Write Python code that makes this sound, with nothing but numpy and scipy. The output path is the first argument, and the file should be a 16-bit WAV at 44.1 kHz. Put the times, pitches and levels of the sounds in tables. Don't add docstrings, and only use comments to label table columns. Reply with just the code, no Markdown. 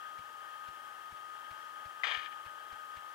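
import sys
import numpy as np
from scipy import signal
from scipy.fft import rfft, irfft, next_fast_len
from scipy.io import wavfile
from scipy.ndimage import map_coordinates

SR = 44100
rng = np.random.default_rng(int(sys.argv[2]) if len(sys.argv) > 2 else 0)


def store_pcm(level_fs):
    pcm = np.round(np.clip(level_fs, -1, 1) * 32767).astype(np.int16)
    wavfile.write(sys.argv[1], SR, np.atleast_2d(pcm).T)


def volts(x):
    e = np.asarray(x, float) / 20
    return 10 ** e


N = 138474
TIME = np.arange(N) / SR


def along(points, hz):
    f, v = np.transpose(points)
    return np.interp(np.log(hz + 1), np.log(f + 1), v)


def unit(x):
    return x / np.sqrt(np.mean(x ** 2) + 1e-20)


def bump(t, width):
    return np.exp(-(t / width) ** 2 / 2)


def wobble(rate):
    knots = rng.standard_normal(int(N * rate / SR) + 4)
    return map_coordinates(knots, [TIME * rate])


def filtered(x, response):
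    m = next_fast_len(N + SR // 2)
    return irfft(rfft(x, m) * response(np.fft.rfftfreq(m, 1 / SR)), m)[..., :N]


def white(channels):
    return rng.standard_normal((channels, N)) * np.sqrt(SR / 2)


def shell(x, modes):
    # (frequency [Hz], lead [rad])
    right_lead = [(900, 0.43), (1250, 1.93), (1650, 2.07), (2000, 0), (3200, 1.7), (4500, 1)]

    def ports(f):
        both_ports = 0
        for k, (center, bandwidth, left_db, right_db) in enumerate(modes):
            resonance = 1j * f * bandwidth / (center * center - f * f + 1j * f * bandwidth)
            both_ports = both_ports + (-1) ** k * volts([[left_db], [right_db]]) * resonance
        return both_ports * [np.ones_like(f), np.exp(1j * along(right_lead, f))]
    return filtered(x, ports)


def forest_air():
    # (frequency [Hz], level [dB per Hz])
    air_spectrum = [(30, -116), (70, -107), (130, -106), (200, -106), (600, -92.5), (1400, -107),
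                    (3000, -103), (15000, -109)]
    # (frequency [Hz], correlation [-1..1])
    air_likeness = [(60, .8), (300, .5), (700, .5), (2000, .2), (8000, .28), (15000, .25)]
    # (frequency [Hz], left over right [dB])
    air_balance = [(100, 3), (3000, 3.5), (8000, -0.2), (15000, 2)]

    def angle(f):
        return np.arccos(np.clip(along(air_likeness, f), -1, 1)) / 2

    def color(f):
        return volts(along(air_spectrum, f) + [[.5], [-.5]] * along(air_balance, f))

    mid, side = filtered(white(channels=2), lambda f: [np.cos(angle(f)), np.sin(angle(f))])
    return filtered(np.array([mid + side, mid - side]), color)


def leaf_rustle():
    center_hz, width_hz = 5140, 1600
    leaves = filtered(white(channels=2), lambda f: np.exp(-((f - center_hz) / width_hz) ** 2))
    return volts(-104) * bump(TIME - 1.62, 0.049) * leaves


def far_knock():
    start_s, knock_hz, length_s = 1.35, 400, 0.0093
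    return volts(-66.5) * bump(TIME - start_s, length_s) * np.sin(2 * np.pi * knock_hz * TIME)


def motor():
    # frequency [Hz], main whine first
    tone_pitches = [1245.6, 1321, 601, 338.5, 240, 120, 2767.2, 3092.3, 5443.1]
    # (left rms [dB], right rms [dB], left lead [rad])
    tone_ports = [(-45.6, -54.9, -1.53), (-61.5, -70.5, -1.5), (-72.5, -78.5, 0), (-79.5, -84.5, 0),
                  (-86, -89, 0), (-88, -91, 0), (-82, -88, -1), (-79, -87, -1.5), (-85, -98, 0)]
    # (time [s], gain [dB])
    load_swell = [(2.03, 0), (2.06, 2.5), (2.15, 5.5), (2.22, 4), (2.3, 2), (2.38, 0)]
    # (frequency [Hz], width [Hz], left [dB per Hz], right [dB per Hz])
    hum_modes = [(610, 94, -99, -100.5), (757, 62, -84.5, -98.5), (846.5, 63, -79.5, -88.5),
                 (1216, 121, -76.5, -85), (1522, 35.6, -73, -90.5), (1601, 63, -75, -85.5),
                 (1791, 190, -80.5, -91.5), (2150, 102, -89, -102), (2790, 510, -90.5, -103),
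                 (3156, 105, -81.5, -102), (3353, 215, -91, -105)]
    drift_hz, flutter_db = .8, .7

    slip = 2 * np.pi * np.cumsum(drift_hz * wobble(4.77)) / SR
    tones = []
    for pitch, (left_db, right_db, lead) in zip(tone_pitches, tone_ports):
        strength = np.sqrt(2) * volts([[left_db], [right_db]] + flutter_db * wobble(5))
        phase = 2 * np.pi * pitch * TIME + slip * pitch / tone_pitches[0]
        tones.append(strength * np.sin(phase + [[lead], [0]]))
    load = volts(np.interp(TIME, *np.transpose(load_swell)) * [[1], [0]])
    hum = shell(white(channels=1) * volts(0.76 * wobble(24.73)), hum_modes)
    return tones[0] * load + sum(tones[1:]) + hum


def focus_catch():
    t = np.clip(TIME - 2.0352, 0, None)
    ring_hz = [[2030], [1665]]
    t60_s, rise_s, jerk_s = .022, .0004, .003
    envelope = volts(-14.5 - 60 * t / t60_s) * (1 - np.exp(-t / rise_s))
    click = envelope * np.sin(2 * np.pi * t * ring_hz)
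    jerk = volts(-68) * t / jerk_s * np.exp(1 - (t / jerk_s) ** 2 / 2) * (1 - t / jerk_s)
    return click * volts([[0], [-19]]) + jerk * volts([[0], [-3]])


def focus_rattle():
    # (time [s], level [dB])
    drive_effort = [
        (2.0338, -36.5),
        (2.07, -37),
        (2.1, -37.5),
        (2.16, -39.5),
        (2.2, -47),
        (2.27, -48),
        (2.295, -70),
        (2.323, -52),
        (2.36, -73),
    ]
    # (time [s], gain [dB])
    gear_jolts = [(2.044, 4), (2.053, 3), (2.069, 4), (2.076, 3), (2.092, 4), (2.111, 3), (2.121, 4),
                  (2.147, 6), (2.174, 3), (2.193, 3), (2.259, 4)]
    # (frequency [Hz], width [Hz], left [dB], right [dB])
    drive_modes = [(412, 130, -18, -25), (736, 65, -9.5, -19), (850, 100, -11, -21), (1260, 200, -3.5, -26),
                   (1610, 77, -2, -15.5), (1774, 71, 3.5, -16), (2220, 208, -4.5, -25),
                   (2430, 102, -2, -20), (2920, 104, -3, -33), (3160, 126, -1, -24),
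                   (3585, 540, -12, -24.5), (4810, 380, -22, -28.5), (6260, 840, -31.5, -49.5),
                   (8100, 400, -37, -37)]
    teeth_per_s, tooth_spread_db, jolt_s = 3200, 2.5, .0025
    low_edge_hz, body_top_hz, high_edge_hz = 310, 1090, 8900

    times, efforts_db = np.transpose(drive_effort)
    steady_db = np.interp(TIME, times, efforts_db, left=-150, right=-150)
    jolts_db = sum(jolt_db * bump(TIME - at, jolt_s) for at, jolt_db in gear_jolts)
    effort = volts(steady_db + 2.5 + jolts_db)

    tooth_hits = rng.random(N) < teeth_per_s / SR
    teeth = tooth_hits * volts(tooth_spread_db * rng.exponential(size=N)) * rng.choice([-1, 1], N)
    grind = rng.standard_normal((3, N))
    shake = unit(teeth) + volts(-1.5) * grind[0] + volts(-7.5) * grind[1:]

    body = filtered(shake, lambda f: 1 / (1 + (f / body_top_hz) ** 8))
    shake = shake - body * (1 - volts(0.93 * (steady_db - efforts_db.max())))

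    def band(f):
        return (1j * f / (low_edge_hz + 1j * f)) ** 2 / (1 + (f / high_edge_hz) ** 8)

    shake = filtered(effort * shake, band)
    shell_rms = np.sqrt(np.mean(shell(grind[0], drive_modes)[0] ** 2))
    return shell(shake, drive_modes) / shell_rms


def wings():
    # (time [s], strength [dB], push ahead of pull [s], feather swish [dB])
    wing_beats = [
        (0.1958, -52.5, 0.003, -58),
        (0.69, -51.5, 0.0024, -57.5),
        (1.129, -53, 0.0037, -59),
        (1.5178, -53, 0.0042, -57),
        (1.8648, -52.5, 0.0041, -57),
        (2.179, -54, 0.0052, -58),
        (2.4686, -55, 0.0044, -56),
        (2.734, -54.5, 0.0053, -58),
        (2.977, -53.5, 0.0047, -55.5),
    ]
    # (delay [s], level [dB])
    echo_paths = [
        (0, 0),
        (.0123, -9),
        (.0196, -15),
    ]
    # (frequency [Hz], level [dB])
    feather_spectrum = [(300, 7), (900, -24), (2200, 14.5), (4500, 2), (9000, -11), (15000, -9)]
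    pull_s, wake_s = .0012, .0042
    puff_lead_s, puff_rise_s, puff_fall_s = 0.0043, 0.0088, 0.011

    thump, swell = np.zeros(N), np.zeros(N)
    for beat_s, strength_db, lead, swish_db in wing_beats:
        for delay, gain_db in echo_paths:
            t = TIME - beat_s - delay
            push = volts(-2.5) * bump(t + lead, .46 * lead)
            pull = bump(t, pull_s)
            wake = .22 * bump(t - wake_s, pull_s)
            thump += volts(strength_db + gain_db) * (push - pull - wake)
        t = TIME - beat_s + puff_lead_s
        puff = np.where(t < 0, bump(t, puff_rise_s), np.exp(-np.abs(t) / puff_fall_s))
        swell += volts(swish_db) * puff
    shared, left, right = filtered(white(channels=3), lambda f: volts(along(feather_spectrum, f)))
    swish = unit(np.array([shared + left, shared + .7 * right]))
    return thump * volts([[0], [-3.5]]) + swell * swish * volts([[0], [-1.5]])


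def scene():
    wood = forest_air() + leaf_rustle() + far_knock()
    camera = motor() + focus_catch() + focus_rattle()
    return wood + camera + wings()


def top_cut(x):
    return signal.sosfilt(signal.butter(12, 15750, fs=SR, output="sos"), x)


def record(dry):
    return top_cut(dry)


dry = scene()
out = record(dry)
store_pcm(out)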